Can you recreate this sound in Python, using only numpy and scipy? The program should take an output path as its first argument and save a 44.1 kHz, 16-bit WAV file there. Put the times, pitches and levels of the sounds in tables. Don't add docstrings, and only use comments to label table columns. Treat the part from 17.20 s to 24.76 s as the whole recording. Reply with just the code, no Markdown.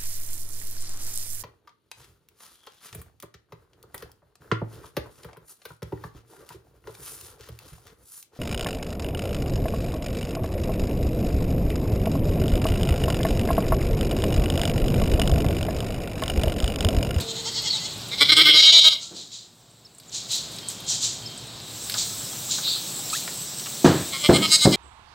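import sys
import numpy as np
from scipy import signal
from scipy.fft import rfft, irfft, next_fast_len
from scipy.io import wavfile
from scipy.ndimage import uniform_filter1d, minimum_filter1d

SR = 44100
rng = np.random.default_rng(int(sys.argv[2]) if len(sys.argv) > 2 else 0)


def linear_from_db(decibels):
    return 10 ** (np.asarray(decibels, float) / 20)


def transcribe(u):
    v = np.clip(np.atleast_2d(u).T, -1, 1)
    q = np.round(v * 32767).astype(np.int16)
    wavfile.write(sys.argv[1], SR, q)


N = 333341

# t/s, gain level/dB
GAIN = [(0, 7.5), (.06, 0.5), (.5, 1), (1.0, 1.5), (1.25, 1.5), (1.5, -6.5), (2.13, -15), (2.4, -14),
        (2.78, -14), (2.97, -4.5), (3.33, -1), (4.3, -1.5), (4.6, -1), (5.9, 1), (6.36, -0.5), (6.8, 1),
        (7.15, -0.5), (7.4, 0)]
# f/Hz, level per Hz/dB
RUMBLE_COLOUR = [(82, -14.5), (140, -1.5), (253, -9.5), (381, -10), (451, -13.5), (688, -13), (795, -14),
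                 (1180, -17.5), (1700, -22), (2500, -28), (3250, -35), (5500, -120)]
HISS_COLOUR = [(880, -23), (1500, -10.5), (1680, -15.5), (2140, -9.5), (3270, -1), (3850, 5), (6020, -8),
               (7830, -3.5), (8330, -5.5), (9500, -31.5), (12400, -18), (20900, -120)]
SPRAY_COLOUR = [(4000, -19.5), (5500, -5.5), (6900, -7), (7600, 2.5), (8300, -2), (9600, -15.5),
                (12800, -12), (15000, -11.5), (15800, -10), (16200, -32)]
ENGINE_COLOUR = [(28, -46), (42, -10), (65, -1), (82, -28.5), (108, 9), (125, 0), (160, -29.5)]

# start t/s, length/s, f/Hz, level/dB
RINGS = [(.001, 0.48, 452.5, -48.5), (.01, 0.18, 679, -52), (1.79, 0.23, 1357, -65),
         (3.39, 0.35, 3196, -53.5), (3.62, 0.58, 3200, -54.5), (4.0, 0.29, 3170, -51),
         (4.85, 0.31, 1300, -61), (5.112, 0.026, 3290, -45)]
# start t/s, length/s, top f/Hz, level/dB
CHIRPS = [
    (2.645, 0.029, 5300, -50),
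    (2.878, 0.024, 7240, -49),
    (4.057, 0.027, 5270, -38.5),
]
# start t/s, length/s, start f/Hz, end f/Hz, level/dB
SQUEAKS = [
    (5.928, 0.019, 1215, 1380, -31.5),
    (5.93, 0.023, 2390, 2800, -38),
    (5.946, 0.02, 1510, 2040, -36.5),
    (5.945, .016, 3010, 3870, -37),
]

# t/s, peak level/dB
THICK_TWIGS = [(.818, -36), (2.1176, -33), (2.928, -29), (.984, -15), (2.7994, -36), (2.8344, -38),
               (3.3857, -21.5), (3.6044, -54), (4.4014, -25), (4.6977, -13), (4.7207, -16), (4.7406, -12.5),
               (5.9005, -15), (6.3964, -19)]
THIN_TWIGS = [(2.5094, -43), (2.7492, -35), (2.7836, -33), (3.3644, -27), (3.4862, -13), (3.8214, -25),
              (4.1764, -26), (4.2705, -29.5), (5.9286, -16)]
STRAW = [(.008, -23.5), (.165, -35), (.2678, -46), (.3277, -33), (.4204, -30), (.4798, -34), (.6025, -36),
         (.7357, -34), (.7786, -31), (.814, -33), (.8836, -29), (.9832, -36.5), (2.7495, -49),
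         (2.7824, -43), (2.7994, -37), (3.3857, -32), (4.4014, -38), (4.6977, -16), (4.7406, -30.5),
         (3.604, -31), (3.645, -39), (3.824, -30), (3.933, -37), (2.1176, -50),
         (2.9744, -45), (3.1198, -27), (3.1544, -24), (3.1694, -33), (3.2999, -41), (3.3144, -41),
         (3.3214, -38), (3.3568, -37), (3.4994, -35), (3.5244, -37), (3.5644, -44), (4.5141, -36),
         (4.7207, -27)]
# t/s, peak level/dB, f/Hz
HOOVES = [(4.697, -25, 1990), (4.743, -23.5, 1270), (4.759, -27, 1110), (5.129, -40, 1300),
          (5.28, -37, 1230), (5.384, -25.5, 1320), (5.476, -31, 1270), (5.561, -35, 1290), (5.79, -37, 790),
          (6.078, -16.5, 1390), (6.459, -20, 2560), (6.468, -30, 1230)]

# start t/s, length/s, start f/Hz, end f/Hz, level/dB
RASPS = [(0.486, 0.091, 4590, 3730, -21.5), (5.42, 0.14, 3860, 3660, -26),
         (5.464, 0.065, 4230, 4500, -23.5), (5.521, .08, 4400, 4300, -31.5), (2.93, .05, 7000, 7000, -42),
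         (3.09, 0.12, 4100, 3940, -32), (3.675, 0.053, 7200, 7300, -32), (3.687, 0.056, 5900, 5700, -27),
         (3.825, 0.063, 7200, 7400, -30), (5.3, 0.054, 6700, 7700, -28), (4.775, 0.037, 7000, 7100, -28)]
# start t/s, full-pressure length/s, level near 4 kHz/dB, level near 7 kHz/dB, top level/dB
SWEEPS = [(1.808, 0.046, -37, -36, -65.5), (1.952, 0.07, -37.5, -39.5, -60),
          (2.119, 0.049, -37, -38.5, -73), (2.933, 0.044, -32.5, -29, -53),
          (3.102, 0.068, -26.5, -28.5, -34.5), (3.298, .062, -65, -60, -44), (3.489, 0.024, -46, -41, -35),
          (3.68, 0.069, -29, -23.5, -43), (3.819, 0.047, -27.5, -22, -41), (4.768, 0.05, -27, -24, -51),
          (5.298, 0.075, -29, -25.5, -45), (5.433, 0.14, -27, -47, -60), (5.918, 0.06, -34.5, -37, -29.5)]
# f/Hz, level per Hz/dB
BRISTLE_LOW = [(1500, -35.5), (2800, -12), (3300, -2.5), (4100, 3.5), (4900, -2.5), (6500, -32),
               (12000, -50)]
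BRISTLE_HIGH = [(2000, -29), (4000, -21), (5400, -5.5), (7200, 0), (8300, -9), (9300, -25), (12000, -37),
                (16000, -60)]
BRISTLE_TOP = [(1000, -23), (2500, -14), (8000, 3), (10000, -10), (13000, -7), (15800, -11), (16500, -40)]

# t/s, level/dB, brightness/dB, bass/dB, ring time/factor
KNOCKS = [
    (.004, -26, -11.5, 0.5, 0.53),
    (1.909, -47.5, 5, 0.5, 1.64),
    (6.643, -12, 6, 4, 0.95),
    (7.088, -7.5, 1.5, -2, 0.93),
    (7.451, -5, -3, -4, 0.85),
]
SLAP_DB = [
    -41,
    -60.5,
    -2,
    1.5,
    -1,
]
# delay t/s, f/Hz, width/Hz, level/dB
REBOUNDS = [(.0025, 800, 500, -11.5), (.0045, 330, 170, 0), (.0085, 1500, 900, -4), (.017, 300, 200, -0.5),
            (0.0231, 420, 260, -3), (.003, 198.4, 20, -11.5), (.004, 351, 23, -13)]
# f/Hz, level per Hz/dB
BOARD_COLOUR = [(18, -54.5), (76, -9), (173, 2.5), (246, -1), (317, 2.5), (1320, -21.5), (1620, -23),
                (2130, -34.5), (3690, -37), (8030, -50.5), (12000, -63), (15600, -79), (22000, -120)]
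# f/Hz, t/s
BOARD_T60 = [(60, 0.59), (160, 0.47), (420, 0.39), (1100, 0.52), (2500, 0.73), (8000, 0.15)]
# f/Hz, width/Hz, level/dB
BOARD_MODES = [(129, 27, -1.5), (196, 18, 4), (296, 40, 1.5), (355, 30, 3.5), (437, 30, -27),
               (654, 35, 0.5)]

# t/s, pitch f/Hz, mouth opening/0-1, tongue lift of the mode near 3 kHz/share
FAR_PITCH = [(.06, 409.5, 0.2, .01), (.19, 408.6, 0.33, .01), (.28, 422.6, 0.77, .01),
             (.47, 440.7, 0.72, .01), (.72, 394, 0.52, 0.0085)]
NEAR_PITCH = [(.9, 220.1, 0.46, 0.17), (1.0, 272.4, 0.25, 0.061), (1.07, 284, 0.26, 0.026),
              (1.19, 304.6, 0.05, 0.018), (1.325, 294.2, 0, 0.0045), (1.39, 316.5, 0.83, 0.0012),
              (1.55, 320.7, 1, 0.014), (1.715, 309.7, 0.96, 0.013), (1.79, 245.4, 0.26, 0.022)]
LAST_PITCH = [(6.92, 270, 0.046, .03), (6.96, 267, 0.067, 0.046), (7.05, 296.9, 0.033, 0.0079),
              (7.15, 308.1, 0.18, 0.029), (7.26, 314.4, .15, -0.012), (7.31, 309.2, 1, -0.036),
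              (7.375, 315.8, 0.95, -0.029), (7.42, 300, 0.85, 0.043), (7.555, 292.4, 0.38, .02)]
# t/s, pitch f/Hz
NEAR_TUNE = [
    [(0.99, 258), (1.008, 282.3), (1.066, 282.3), (1.092, 296), (1.1, 312.3), (1.122, 316), (1.136, 275.7),
     (1.15, 280.5)],
    [(1.16, 297), (1.188, 320.8), (1.2, 305.5), (1.224, 331), (1.244, 298.2), (1.292, 306), (1.316, 293.6),
     (1.33, 294)],
    [(1.34, 301), (1.35, 299.4), (1.378, 316.6), (1.418, 310.7), (1.438, 334), (1.462, 307), (1.482, 332.7),
     (1.5, 313)],
    [(1.51, 309.4), (1.534, 341.7), (1.546, 325.8), (1.576, 324), (1.606, 310), (1.626, 332.4),
     (1.64, 311.5), (1.66, 315)],
    [(1.67, 311.4), (1.684, 317.8), (1.7, 296), (1.71, 309.5), (1.718, 306.8), (1.776, 244.5),
     (1.79, 246.6)],
]
LAST_TUNE = [
    [(6.92, 270), (6.98, 272.7), (6.998, 311.2), (7.006, 294.2), (7.075, 296)],
    [(7.13, 296.5), (7.15, 308), (7.18, 298)],
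    [(7.21, 309), (7.22, 307.5), (7.23, 318.3), (7.29, 304.5), (7.3, 314.5)],
    [(7.31, 305.5), (7.38, 317.8), (7.42, 296), (7.44, 299)],
    [(7.51, 308.6), (7.54, 291), (7.55, 292.6)],
]
# start t/s, length/s, level/dB, level of the gap after/dB
FAR_QUAVERS = [(0.088, 0.027, -31, -47.5), (0.169, 0.035, -31.5, -48.5), (0.259, 0.031, -28, -38.5),
               (0.357, 0.035, -26, -35.5), (0.446, 0.039, -26, -34.5), (0.544, 0.0273, -29, -35),
               (0.64, 0.022, -30.5, -39.5)]
NEAR_QUAVERS = [(0.918, 0.027, -30, -42), (.985, 0.013, -27, -15.5), (1.007, 0.027, -12, -32),
                (1.052, 0.019, -23, -24), (1.093, 0.012, -12, -21), (1.121, 0.016, -11.5, -35.5),
                (1.17, 0.029, -9.5, -15.5), (1.21, 0.011, -7, -23.5), (1.261, 0.048, -9.5, -18),
                (1.343, 0.067, -8.5, -22), (1.427, 0.079, -8, -20), (1.531, 0.064, -7, -24),
                (1.616, 0.0068, -15.5, -15.5), (1.647, 0.038, -8.5, -31.5), (1.712, 0.021, -22, -30),
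                (1.75, 0.01, -30.5, -48)]
LAST_QUAVERS = [(6.936, 0.031, -28.5, -36.5), (7.041, 0.026, -21, -32.5), (7.14, 0.033, -20.5, -36.5),
                (7.23, 0.032, -21, -31), (7.32, 0.04, -12, -27), (7.423, 0.0347, -16, -37),
                (7.529, 0.017, -21, -28)]
# f/Hz mouth narrow, f/Hz mouth wide, width/Hz, level/dB narrow, level/dB wide
FAR_THROAT = [(880, 940, 420, -24, -14.5), (1950, 2070, 125, -9, -3.5), (3300, 3220, 380, -2, -2.5),
              (3800, 4620, 470, 9, 1.5), (5170, 5500, 510, -13, -5), (6900, 6540, 630, 5, -12),
              (8100, 7700, 630, -15, -8.5)]
NEAR_THROAT = [(370, 526, 130, -15.5, -27), (1240, 1130, 236, -22.5, -31), (1540, 1560, 96, -21.5, -36),
               (2157, 2204, 183, -9, -18), (3265, 3100, 350, -1.5, -9), (4110, 3845, 306, -7.5, -1),
               (4870, 4740, 450, -12.5, -11), (5540, 5700, 270, -18, -18.5), (6580, 6650, 230, -29, -16),
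               (8210, 7800, 910, -27.5, -29), (10100, 9800, 800, -43, -50.5), (11300, 10840, 560, -35, -40),
               (13100, 12000, 930, -42.5, -44.5), (15100, 15100, 900, -36, -44.5)]
LAST_THROAT = [(550, 689, 210, -11, -45), (1190, 1350, 195, -2, -20), (2194, 2090, 220, 2.5, -13),
               (3200, 3070, 415, 6.5, -9.5), (4160, 3930, 257, 3.5, 6), (4920, 4840, 550, -2, 1),
               (7000, 6470, 240, -12, -3.5), (8260, 8000, 940, -10.5, -9), (10900, 11000, 580, -23, -23),
               (12670, 12800, 750, -31, -36), (15060, 14300, 1000, -26, -35)]
# f/Hz, width/Hz, depth/0-1 mouth narrow, depth/0-1 mouth wide
NOSE = [(4700, 190, 0.7, .2), (1800, 280, 0, 0.57), (2670, 190, 0, 0.28)]
# delay t/s, level/dB
ECHOES = [(.0013, -23), (.0047, -13.5), (.009, -22), (.015, -18.5), (0.022, -26)]


def evened(x):
    return x / np.sqrt(np.mean(x ** 2) + 1e-20)


def drift(size, *spans):
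    x = rng.standard_normal(size)
    for span in spans:
        x = uniform_filter1d(x, size=span)
    return evened(x)


def read(points, hz):
    f, value = np.transpose(points)
    return np.interp(np.log(hz + 1), np.log(f + 1), value)


def add(mix, s, sound):
    part = mix[round(max(s, 0) * SR):][:len(sound)]
    part += sound[:len(part)]


def resonate(x, hz, *widths):
    turn = np.exp(2j * np.pi * np.cumsum(hz * np.ones(len(x))) / SR)
    z = x / turn
    for r in np.exp(-np.pi * np.abs(widths) / SR):
        z = signal.lfilter([1 - r], [1, -r], z)
    return 2 * (turn * z).real


def coloured(points, x):
    hz = np.fft.rfftfreq(len(x), 1 / SR)
    return evened(irfft(rfft(x) * linear_from_db(read(points, hz)), len(x)))


def patchy_noise(points, patchy_db):
    hop = 64
    hz = np.fft.rfftfreq(256, 1 / SR)[:, None]
    a, b, patches = rng.standard_normal((N // hop + 5, len(hz), 3)).T
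    patches = uniform_filter1d(patches, size=5, axis=0)
    patches = evened(uniform_filter1d(patches, size=30, axis=1))
    z = (a + 1j * b) * linear_from_db(read(points, hz) + patchy_db * patches)
    return evened(signal.istft(z, nperseg=256, noverlap=256 - hop)[1][:N])


def rumble(gain_db):
    return coloured(RUMBLE_COLOUR, rng.standard_normal(N)) * linear_from_db(-44 + gain_db)


def hiss(gain_db):
    return patchy_noise(HISS_COLOUR, 1.4) * linear_from_db(-40 + 1.34 * gain_db)


def water(t, gain_db):
    trickle_db, spray_db, opens_s, turn_s = -52, -34.5, 4.416, 0.28
    opening = np.sqrt(np.clip((t - opens_s) / turn_s, 0, 1))
    water_db = trickle_db + (spray_db - trickle_db) * opening
    return patchy_noise(SPRAY_COLOUR, 2.2) * linear_from_db(water_db + 0.71 * gain_db)


def engine(t, gain_db):
    leaves_s, fade_db_per_s, far_db = 4.93, -18, -15
    away_db = np.clip((t - leaves_s) * fade_db_per_s, far_db, 0)
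    return coloured(ENGINE_COLOUR, rng.standard_normal(N)) * linear_from_db(-47.5 + away_db + 1.2 * gain_db)


def yard():
    t = np.arange(N) / SR
    gain_db = np.interp(t, *np.transpose(GAIN))
    return rumble(gain_db) + hiss(gain_db) + water(t, gain_db) + engine(t, gain_db)


def bending_tone(length, hz0, hz1, hz2, db, flutter_db):
    u = np.linspace(-1, 1, round(length * SR))
    hz = hz1 + (hz2 - hz0) / 2 * u + ((hz0 + hz2) / 2 - hz1) * u ** 2
    flutter = linear_from_db(flutter_db * drift(len(u), 300))
    tone = np.sqrt(2) * np.sin(2 * np.pi * np.cumsum(hz) / SR)
    return linear_from_db(db - 28.4 * length * u) * flutter * tone * signal.windows.tukey(len(u), .4)


def pail_and_wire():
    out = np.zeros(N)
    for s, length, hz, db in RINGS:
        add(out, s, bending_tone(length, hz, hz, hz, db, 2.5))
    return out


def sparrows():
    out = np.zeros(N)
    for s, length, hz, db in CHIRPS:
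        add(out, s, bending_tone(length, .88 * hz, hz, 0.64 * hz, db, 3.5))
    return out


def hinge():
    out = np.zeros(N)
    for s, length, hz0, hz2, db in SQUEAKS:
        add(out, s, bending_tone(length, hz0, np.sqrt(hz0 * hz2), hz2, db, 2.5))
    return out


def snap(db, hz, width, decay_s):
    t = np.arange(1300) / SR
    crack = 1.3 * np.exp(-t / .0007)
    burst = rng.standard_normal(len(t)) * (np.exp(-t / decay_s) + crack)
    sound = resonate(burst, hz, width, 0.63 * width)
    return linear_from_db(db - 2.5) * sound / abs(sound).max()


def twigs_and_straw():
    out = np.zeros(N)
    kinds = [(THICK_TWIGS, 4430, 2900), (THIN_TWIGS, 8040, 1900), (STRAW, 11400, 6500)]
    for table, hz, width in kinds:
        for s, db in table:
            add(out, s, snap(db, hz, width, 0.0061))
    return out


def hooves():
    out = np.zeros(N)
    for s, db, hz in HOOVES:
        width = 0.95 * hz * linear_from_db(1.1 * (db + 25.0))
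        add(out, s, snap(db, hz, width, 0.01))
    return out


def rasps():
    out, width = np.zeros(N), 350
    for s, length, hz0, hz1, db in RASPS:
        u = np.linspace(0, 1.5, round(1.3 * length * SR))
        hz = hz0 + (hz1 - hz0) * np.minimum(u, 1)
        scrape = evened(resonate(rng.standard_normal(len(u)), hz, width, 1.3 * width))
        add(out, s, scrape * linear_from_db(db - 8.5 * u ** 2) * signal.windows.tukey(len(u), .45))
    return out


def broom():
    out, t = np.zeros(N), np.arange(SR // 2) / SR
    t60_s = 0.52
    for s, length, low_db, high_db, top_db in SWEEPS:
        grains = rng.standard_normal(len(t)) * linear_from_db(1.1 * drift(len(t), 90))
        low = coloured(BRISTLE_LOW, grains)
        high = coloured(BRISTLE_HIGH, grains)
        top = coloured(BRISTLE_TOP, grains)
        low = low + 0.23 * evened(resonate(grains, 3950, 750, 1050))
        fine_db = np.interp(t, [0, .028, .036, .025 + length, 0.037 + length], [-3, -2, 1.5, -1.5, -4])
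        top = top * linear_from_db(fine_db + 2.0 * drift(len(t), 250))
        press_at = [0, .03, 0.0026 + length, 0.01 + length + t60_s]
        press_db = np.interp(t, press_at, [-18.5, -3.5, -4.0, -73.0])
        stroke = linear_from_db(low_db) * low + linear_from_db(high_db) * high + linear_from_db(top_db) * top
        add(out, s - .015, linear_from_db(press_db) * stroke)
    return out


def board_body(bright_db, bass_db, ring):
    size = SR // 2
    hz, t = np.fft.rfftfreq(size, 1 / SR), np.arange(size) / SR
    bounce = 1.7 * np.exp(-((t - .02) / 0.00036) ** 2)
    shake = rng.standard_normal(size) * (1 + 0.4 * np.exp(-t / 0.0074) + bounce)
    modes = evened(sum(linear_from_db(db) * evened(resonate(shake, f, width)) for f, width, db in BOARD_MODES))
    modes = coloured([(30, -16), (90, 6.5), (700, 0.0), (1500, -43)], modes)
    z = rfft(coloured(BOARD_COLOUR, shake) + 0.32 * modes)
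    z = z * linear_from_db(bright_db * np.log2(1 + hz / 500) + bass_db / (1 + (hz / 200) ** 4))
    body = np.zeros(size)
    edges = np.geomspace(30, 16000, num=12)
    for lo, hi in zip(edges, edges[1:]):
        band = irfft(z * ((hz >= lo) & (hz < hi)), size)
        band = band * linear_from_db(-60 * t / (ring * read(BOARD_T60, lo)))
        if 600 < lo < 3000:
            band = band * np.clip(.4 + t / .012, 0, 1)
        body += band
    return body * np.clip(t / .004, 0, 1)


def post_slap(hz, width, db):
    t = np.arange(6000) / SR
    swell = 1 - np.exp(-t * hz * 9)
    return linear_from_db(db) * np.sin(2 * np.pi * hz * t) * np.exp(-np.pi * width * t) * swell


def knocks():
    out = np.zeros(N)
    for s, db, bright_db, bass_db, ring, slap_db in np.c_[KNOCKS, SLAP_DB]:
        add(out, s, linear_from_db(db - 2.5) * board_body(bright_db, bass_db, ring))
        for delay, hz, width, rebound_db in REBOUNDS:
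            add(out, s + delay * rng.uniform(.93, 1.07), post_slap(hz, width, slap_db + rebound_db))
    return out


def breath(t, quavers, rise, fall, slope_db):
    start, length, db, gap_db = np.transpose(quavers)
    before_db = np.r_[db[0] - 22, gap_db[:-1]]
    corners = np.c_[start - rise, start, start + length, start + length + fall].ravel()
    levels = np.c_[before_db, db - slope_db, db + slope_db, gap_db].ravel()
    return np.interp(t, np.maximum.accumulate(corners), levels)


def throat_pulses(t, hz, mouth, push_db, rough, jitter, shimmer_db, arch, waver):
    wobble = drift(len(t), 250)
    wander = drift(len(t), 700, 700)
    late_push_db = np.interp(t - .008, t, push_db)
    turns = np.cumsum(hz * (1 + arch * late_push_db + jitter * rough * wobble + waver * wander)) / SR
    nearest = np.round(turns).astype(int)
    top, half = int(17500 / hz.max()), np.pi * turns + 1e-7
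    folds = np.sin((2 * top + 1) * half) / np.sin(half) - 1
    doubling = 2.0 + (1.3 - 2.0) * mouth
    pairs = doubling * ((-1) ** nearest - 1) / 2
    strength = np.minimum(rng.standard_normal(1000)[nearest] + pairs + .5, 1.1)
    puffs = np.exp(-(turns % 1) / 0.17) * rng.standard_normal(len(t))
    return (evened(folds) + .22 * rough * evened(puffs)) * linear_from_db(shimmer_db * rough * strength)


def throat_and_nose(t, drive, throat, mouth, lift, push_db):
    voice, knots = 0, len(t) // 900
    for k, (hz0, hz1, width, db0, db1) in enumerate(throat):
        centre = (hz0 + (hz1 - hz0) * mouth) * (1 + lift * (2700 < hz0 < 3600))
        ring = resonate(drive, centre, 1.17 * width, 3.23 * width, 4 * width)
        low_share = 0.5 * (hz0 < 2500) + 0.44 * (800 < hz0 < 1800)
        top_share = 0.28 * (hz0 > 7500) + 0.32 * (hz0 > 9000)
        chest_db = push_db * (low_share + top_share)
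        tongue = np.interp(t, np.linspace(t[0], t[-1], knots), rng.standard_normal(knots))
        tongue_db = (3.05 + 1.0 * (hz0 > 7500)) * tongue
        voice = voice + (-1) ** k * linear_from_db(db0 + (db1 - db0) * mouth + chest_db + tongue_db) * ring
    for hz, width, narrow, wide in NOSE:
        depth = np.clip(narrow + (wide - narrow) * mouth, 0, 1)
        voice = voice - depth * resonate(voice, hz, width)
    return signal.sosfilt(signal.butter(4, 190, "highpass", fs=SR, output="sos"), voice)


def bleat(pitch, tune, quavers, throat, rough, jitter, shimmer_db, rise, fall, arch, slope_db, waver):
    s, hz, mouth, lift = np.transpose(pitch)
    t = np.arange(s[0] - .03, s[-1] + 0.036, 1 / SR)
    hz, lift = np.interp(t, s, hz), np.interp(t, s, lift)
    mouth = np.clip(np.interp(t, s, mouth), 0, 1)
    if tune:
        at, tune_hz = np.concatenate(tune).T
        hz = np.where(t < at[0], hz, np.interp(t, at, tune_hz))
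    effort_db = breath(t, quavers, rise, fall, slope_db)
    push_db = uniform_filter1d(effort_db, size=900) - uniform_filter1d(effort_db, size=4500)
    narrow, wide, clears_s = rough
    clearing = np.where(t > clears_s, .35, 1)
    softness = linear_from_db(0.85 * np.minimum(push_db, 0))
    rough = np.clip((narrow + (wide - narrow) * mouth) * clearing * softness, 0, 1)
    drive = throat_pulses(t, hz, mouth, push_db, rough, jitter, shimmer_db, arch, waver)
    voice = throat_and_nose(t, drive, throat, mouth, lift, push_db)
    slow = np.sqrt(uniform_filter1d(voice ** 2, size=3000))
    return t[0], voice / slow * linear_from_db(effort_db) * signal.windows.tukey(len(t), .08)


def goats():
    out = np.zeros(N)
    add(out, *bleat(FAR_PITCH, [], FAR_QUAVERS, FAR_THROAT, rough=(.3, .36, 9), jitter=.065, shimmer_db=3.8,
                    rise=0.0304, fall=0.0195, arch=.013, slope_db=1.47, waver=.018))
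    add(out, *bleat(NEAR_PITCH, NEAR_TUNE, NEAR_QUAVERS, NEAR_THROAT, rough=(.32, .31, 1.7), jitter=.055,
                    shimmer_db=6.4, rise=0.016, fall=0.011, arch=.001, slope_db=0.52, waver=.006))
    add(out, *bleat(LAST_PITCH, LAST_TUNE, LAST_QUAVERS, LAST_THROAT, rough=(.42, .4, 7.385), jitter=.045,
                    shimmer_db=5.0, rise=0.023, fall=0.009, arch=.001, slope_db=0.13, waver=.005))
    return out


def pen(x, t60_s, wet_db):
    t = np.arange(SR // 2) / SR
    sparse = rng.choice([-1., 1.], len(t)) * (rng.random(len(t)) < .05)
    tail = sparse * linear_from_db(-60 * t / t60_s) * (t > .02)
    taps = linear_from_db(wet_db) * tail / np.linalg.norm(tail)
    taps[0] = 1
    for delay, db in ECHOES:
        taps[round(delay * SR)] += linear_from_db(db)
    return signal.fftconvolve(x, taps)[:N]


def scene():
    background = yard() + pail_and_wire() + sparrows() + hinge()
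    work = broom() + rasps() + knocks()
    animals = pen(goats() + twigs_and_straw() + hooves(), t60_s=0.33, wet_db=-13.0)
    mono = background + work + animals
    return np.array([mono, mono])


def roll_off(x):
    return signal.sosfilt(signal.butter(12, 16850, fs=SR, output="sos"), x)


def record(dry):
    over = np.maximum(abs(signal.hilbert(dry[0], next_fast_len(N))[:N]), 1)
    gain = uniform_filter1d(minimum_filter1d(1 / over, size=90), size=60)
    edge = signal.firwin(511, 15900, window=("kaiser", 9), fs=SR)
    dry = signal.sosfilt(signal.butter(4, 55, "highpass", fs=SR, output="sos"), dry)
    mix = signal.oaconvolve(dry * gain, edge[None], "same")
    return roll_off(mix)


dry = scene()
out = record(dry)
transcribe(out)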